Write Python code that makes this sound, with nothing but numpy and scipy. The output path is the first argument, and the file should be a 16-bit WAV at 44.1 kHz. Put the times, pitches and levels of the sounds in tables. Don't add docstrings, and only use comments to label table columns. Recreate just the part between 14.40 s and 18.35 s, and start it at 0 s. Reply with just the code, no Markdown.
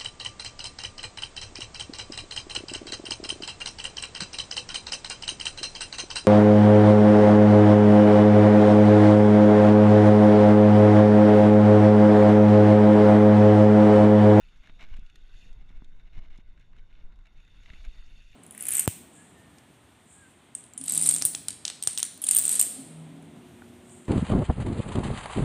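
import sys
import numpy as np
from scipy import signal
from scipy.io import wavfile
from scipy.ndimage import uniform_filter1d

SR = 44100
rng = np.random.default_rng(int(sys.argv[2]) if len(sys.argv) > 2 else 0)


def unload_audio(sound):
    columns = np.transpose(np.atleast_2d(sound))
    steps = np.round(np.clip(columns, -1, 1) * 32767)
    wavfile.write(sys.argv[1], SR, steps.astype(np.int16))


def level_to_linear(level):
    exponent = np.asarray(level, float) / 20
    return 10 ** exponent


N = 174195

# [t/s, level/dB]
GUSTS = [(0, -65.5), (.35, -65.5), (.5, -60), (.7, -64.5), (1.0, -62.5), (1.4, -62.5), (1.65, -65),
         (1.82, -62), (1.95, -66.5), (2.12, -66), (2.45, -66), (2.6, -65.5), (2.85, -66.5), (3.5, -62),
         (3.72, -66.5), (3.95, -67)]
# [f/Hz, level per Hz/dB]
WIND_SPECTRUM = [(4.7, -30), (8.0, 6.5), (37, -1), (51, -23), (82, -17), (545, -41.5), (1000, -41.5),
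                 (1300, -74), (2200, -120)]
# [t/s, level/dB]
PEDALLING = [(0, -82.5), (.3, -86), (.7, -86), (.88, -83.5), (1.0, -76.5), (1.09, -79), (1.14, -89.5),
             (2.0, -94.5), (2.9, -93), (3.1, -84.5), (3.4, -77.5), (3.6, -80), (3.95, -79.5)]
# [f/Hz, width/Hz, level/dB]
CHAIN_MODES = [(1670, 260, -12), (1920, 730, -6.5), (2674, 415, 4.5), (3000, 910, -8.5), (3604, 250, 5),
               (4414, 560, -6.5), (5670, 2180, -13.5), (5760, 230, -24), (6640, 320, -7.5),
               (7160, 320, -14), (8780, 780, -22), (10580, 300, -19), (11600, 240, -19),
               (10100, 4800, -28.5)]
# [t/s, level/dB]
ROLLING = [(0.0, -74), (0.36, -71), (1.91, -75), (2.13, -76), (2.55, -74.5), (2.86, -76), (3.15, -71.5),
           (3.34, -70), (3.95, -75.5)]
# [f/Hz, width/Hz, level/dB]
CASE_MODES = [(690, 53, -8.5), (1110, 820, -21.5), (1468, 162, 4), (2146, 153, 3), (2860, 140, -4),
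              (3584, 97, 2.5), (4400, 450, -14.5), (5490, 240, -14.5), (6780, 1000, -24), (9700, 4200, -34)]
# [t/s, peak level/dB, treble level/dB, dull f/Hz]
TICKS = [(.085, -57, -75, 2900), (.161, -59, -64, 1600), (.24, -53, -70, 1910), (.272, -47, -59, 1640),
         (.2955, -47, -70, 2090), (.3935, -46, -64, 1580), (.4085, -45, -57, 2220), (.426, -42, -54, 2280),
         (.438, -43, -60, 2200), (.567, -52, -52, 2100), (.594, -70, -60, 2000), (.663, -53, -60, 2900),
         (.698, -52, -58, 2900), (.7565, -51, -48, 1850), (.894, -57, -75, 1520), (.94, -55, -75, 1600),
         (1.128, -61, -57, 2300), (1.291, -66, -63, 2200), (1.4441, -57, -57, 3700),
         (1.597, -57, -70, 2290), (1.7315, -56, -70, 2270), (1.9594, -70, -63, 2200),
         (1.976, -62, -55, 2200), (2.176, -57, -72, 1710), (2.1964, -63, -61, 2600), (2.21, -61, -64, 2600),
         (2.226, -60, -75, 2000), (2.331, -56, -75, 1610), (2.364, -59, -66, 1520),
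         (2.3845, -55, -70, 2250), (2.527, -59, -70, 2400), (2.553, -58, -75, 2720),
         (2.722, -60, -72, 1390), (2.7576, -75, -66, 2000), (2.789, -57, -68, 1440),
         (2.856, -54, -65, 2200), (2.868, -56, -61, 2700), (2.974, -63, -65, 2700), (3.002, -60, -62, 2630),
         (3.0485, -61, -64, 2600), (3.077, -59, -66, 1630), (3.2335, -58, -60, 2800),
         (3.259, -46, -63, 2000), (3.301, -41, -60, 2030), (3.3343, -42, -62, 2050),
         (3.449, -45, -48, 2270), (3.544, -58, -70, 1500), (3.918, -60, -61, 2700), (3.929, -54, -70, 2640)]
# [f/Hz, width/Hz, level/dB]
TICK_CASE_MODES = [(1670, 140, -2.3), (2280, 190, -0.33), (2660, 340, -2.0), (3890, 190, 1)]
# [f/Hz, width/Hz, level/dB]
TWIG_MODES = [(3480, 450, 10.5), (4740, 1000, -9.5), (5000, 200, -3), (6700, 1100, 0), (9400, 2900, -10.5),
              (12100, 3400, -25)]
# [t/s, peak level/dB, length/s]
JOLTS = [(0.208, -35.5, 0.015), (0.329, -38, 0.016), (0.529, -28, 0.016), (0.548, -29.5, 0.023),
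         (0.593, -31.5, 0.016), (0.663, -46, 0.031), (0.843, -41, 0.016), (0.948, -35.5, 0.023),
         (0.987, -38, 0.024), (1.115, -35.0, 0.018), (1.213, -35.0, 0.02), (1.286, -42, 0.016),
         (1.368, -34.5, 0.034), (1.489, -35, 0.032), (1.575, -39.5, 0.069), (1.783, -27.5, 0.024),
         (1.914, -34.5, 0.029), (2.098, -36.5, 0.026), (2.402, -40.5, 0.024), (2.65, -34, 0.037),
         (2.977, -40.5, 0.025), (3.174, -46, 0.038), (3.309, -40, 0.0082), (3.402, -39.5, 0.01),
         (3.432, -37, 0.02), (3.482, -27.5, 0.015), (3.597, -32.5, 0.018), (3.687, -39, 0.031)]
# [t/s, peak level/dB, length/s]
PULL = (0.46, -34, 0.022)
# [start t/s, length/s, level/dB]
RUBS = [(0.228, 0.037, -61.5), (0.276, 0.032, -62.5), (0.388, 0.062, -56.5), (0.403, 0.034, -54.5),
        (0.448, 0.067, -64), (0.519, 0.029, -57.5), (0.551, 0.029, -62.5), (1.181, .049, -68),
        (1.288, .03, -67.5), (1.344, 0.039, -69), (1.591, 0.021, -65), (1.651, 0.033, -66),
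        (1.725, 0.048, -62), (1.77, 0.028, -58.5), (1.811, 0.053, -64), (1.874, 0.013, -67),
        (1.899, 0.069, -64), (1.976, 0.036, -66), (2.158, .07, -74.5), (2.32, 0.011, -74),
        (2.353, 0.046, -70), (2.495, 0.025, -70.5), (2.53, 0.085, -69.5), (2.688, 0.028, -86),
        (2.85, 0.029, -66.5), (2.952, 0.061, -71), (3.229, 0.071, -67.5), (3.276, 0.11, -64),
        (3.39, 0.029, -62.5), (3.436, 0.033, -59), (3.541, 0.054, -68), (3.938, 0.042, -63)]
# [f/Hz, width/Hz, level/dB]
SCRAPE_MODES = [(170, 67, 6), (333, 24, -7.5), (626, 39, 1), (1113, 1280, -4), (1660, 590, 0.5),
                (2213, 180, 3.5), (2886, 200, 0.5), (3770, 330, -7), (4400, 520, -14.5), (5100, 380, -15.5),
                (6250, 1400, -19.5), (12000, 1800, -36)]
# [t/s, peak level/dB, f/Hz, crack level/dB]
KNOCKS = [(.297, -46.5, 248, -49), (0.514, -43.5, 80.5, -74), (0.587, -40, 170, -60),
          (1.306, -45, 181, -53), (1.4212, -38.5, 208, -45.5), (1.774, -37, 83.4, -70),
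          (1.786, -40, 98, -77), (1.987, -41.5, 206, -52), (2.778, -85, 108, -87), (3.302, -53, 115, -76),
          (3.333, -43, 190, -77), (3.472, -42.5, 68.5, -80)]


def curve(table):
    return np.interp(np.arange(N) / SR, *np.array(table).T[:2])


def unit(x):
    return x / np.sqrt(np.mean(x ** 2))


def ring(x, hz, width_hz):
    return signal.lfilter(*signal.iirpeak(hz, hz / width_hz, fs=SR), x)


def body(x, modes):
    return sum((-1) ** k * level_to_linear(db) * ring(x, hz, width) for k, (hz, width, db) in enumerate(modes))


def walk(rate):
    hold = int(SR / rate)
    steps = np.repeat(rng.standard_normal(N // hold + 1), hold)
    smooth = uniform_filter1d(uniform_filter1d(steps, hold), hold)
    return unit(smooth[:N])


def grains(rate, spread_db, bed):
    struck = rng.random(N) < rate / SR
    sign = rng.standard_normal(N)
    size = np.minimum(rng.exponential(size=N), 3.5)
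    return unit(struck * sign * level_to_linear(spread_db * size)) + bed * rng.standard_normal(N)


def drift(x, hz, width_hz):
    wander = 0.03 * walk(12)
    carrier = np.exp(2j * np.pi * np.cumsum(hz * (1 + wander)) / SR)
    decay = np.exp(-np.pi * width_hz / SR)
    envelope = signal.lfilter([1 - decay], [1, -decay], x / carrier)
    return 2 * np.real(carrier * envelope)


def wind():
    shared_db, flutter_db, level_db = 1.8, 2, 15.5
    table_hz, table_db = np.array(WIND_SPECTRUM).T
    gusting = shared_db * walk(18)
    out = np.zeros(N)
    for hz in 11 * 2 ** np.arange(0, 6.6, .5):
        db = np.interp(np.log(hz), np.log(table_hz), table_db) + gusting + flutter_db * walk(30)
        band = ring(ring(rng.standard_normal(N), hz, hz / 2), hz, hz / 2)
        out += level_to_linear(db) * band
    return unit(out) * level_to_linear(curve(GUSTS) + level_db)


def drivetrain():
    links_per_s, link_spread_db, link_flutter_db = 1200, 1.2, 1.9
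    level_db, flicker_db = 14, 1
    out = np.zeros(N)
    for hz, width, db in CHAIN_MODES:
        links = grains(links_per_s, link_spread_db, 0.63)
        out += level_to_linear(db + link_flutter_db * walk(60)) * ring(ring(links, hz, width), hz, width)
    return unit(out) * level_to_linear(curve(PEDALLING) + level_db + flicker_db * walk(50))


def tyres():
    grit_per_s, patchy_db, crunch_db = 1500, 2, 1.7
    grit = grains(grit_per_s, 1.0, 0.81)
    out = np.zeros(N)
    for k, (hz, width, db) in enumerate(CASE_MODES):
        patches = level_to_linear(db + patchy_db * walk(40))
        out += (-1) ** k * patches * drift(grit, hz, width)
    return unit(out) * level_to_linear(curve(ROLLING) + crunch_db * walk(29.85))


def ticks():
    tick_db, treble_trim_db, decay_s = -1, -8, .0035
    click, smear = 6, .7
    pitch_db, pitch_width_hz, dull_top_hz = 5, 186, 4500
    dull, own, bright = np.zeros(N), np.zeros(N), np.zeros(N)
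    n = int(.02 * SR)
    t = np.arange(n) / SR
    shape = np.tanh(t * 3000) * np.exp(-t / decay_s)
    for s, db, treble_db, hz in TICKS:
        burst = rng.standard_normal(n) * shape
        i = int(s * SR)
        dull[i:i + n] += level_to_linear(db + tick_db) * smear * burst
        dull[i + 20] += level_to_linear(db + tick_db) * click
        own[i:i + n] += level_to_linear(db + pitch_db) * .3 * unit(ring(burst, hz, pitch_width_hz))
        bright[i:i + n] += level_to_linear(treble_db + treble_trim_db) * burst
    conducted = level_to_linear(9.5) * body(dull, TICK_CASE_MODES) + level_to_linear(-11) * own
    soft = signal.butter(2, dull_top_hz, fs=SR)
    return signal.lfilter(*soft, conducted) + level_to_linear(9.5) * body(bright, TWIG_MODES)


def jolts():
    rebound, mount_hz, mount_width_hz, swing_db = 0.66, 16, 14, -7
    t, push = np.arange(N) / SR, np.zeros(N)
    for s, db, length in JOLTS:
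        u = (t - s) / length
        dip = (1 + rebound) * np.exp(-(u / 0.62) ** 2)
        push += level_to_linear(db) * (rebound * np.exp(-(u / 1.41) ** 2) - dip)
    pull_s, pull_db, pull_length = PULL
    push += level_to_linear(pull_db) * np.exp(-((t - pull_s) / pull_length) ** 2)
    late = np.roll(push, int(.03 * SR))
    return push - level_to_linear(swing_db) * ring(late, mount_hz, mount_width_hz)


def straps():
    slips_per_s, edge_s, swell_db, top_hz = 2500, .012, 4, 14100
    t, rubbing = np.arange(N) / SR, np.zeros(N)
    for s, length, db in RUBS:
        to_edge = np.minimum(t - s, s + length - t)
        gate = np.clip(to_edge / edge_s + .5, 0, 1)
        swell = level_to_linear(swell_db * np.clip((t - s) / length - .7, -1, 0))
        rubbing += level_to_linear(db) * gate * swell
    slips = grains(slips_per_s, 0.75, 0.47) * level_to_linear(0.79 * walk(150))
    soft = signal.butter(2, top_hz, fs=SR)
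    scraped = signal.lfilter(*soft, body(rubbing * slips, SCRAPE_MODES))
    return scraped / np.std(body(slips, SCRAPE_MODES))


def swing(cycles):
    rise, decay = 0.08, .75
    return np.sin(2 * np.pi * cycles) * np.tanh(cycles / rise) * np.exp(-(cycles / decay) ** 2)


def knocks():
    crack_hz = 765
    t, out = np.arange(N) / SR, np.zeros(N)
    for s, db, hz, crack_db in KNOCKS:
        age = np.clip(t - s, 0, 1)
        out += level_to_linear(db - 0.5) * swing(age * hz) + level_to_linear(crack_db) * swing(age * crack_hz)
    return out


def scene():
    mix = wind() + drivetrain() + tyres() + ticks() + jolts() + straps() + knocks()
    return mix[None]


def band_limit(x):
    return signal.sosfilt(signal.butter(12, 14300, fs=SR, output="sos"), x)


def record(dry):
    hiss_db = -100
    mix = dry + level_to_linear(hiss_db) * rng.standard_normal(dry.shape)
    return band_limit(mix)


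dry = scene()
out = record(dry)
unload_audio(out)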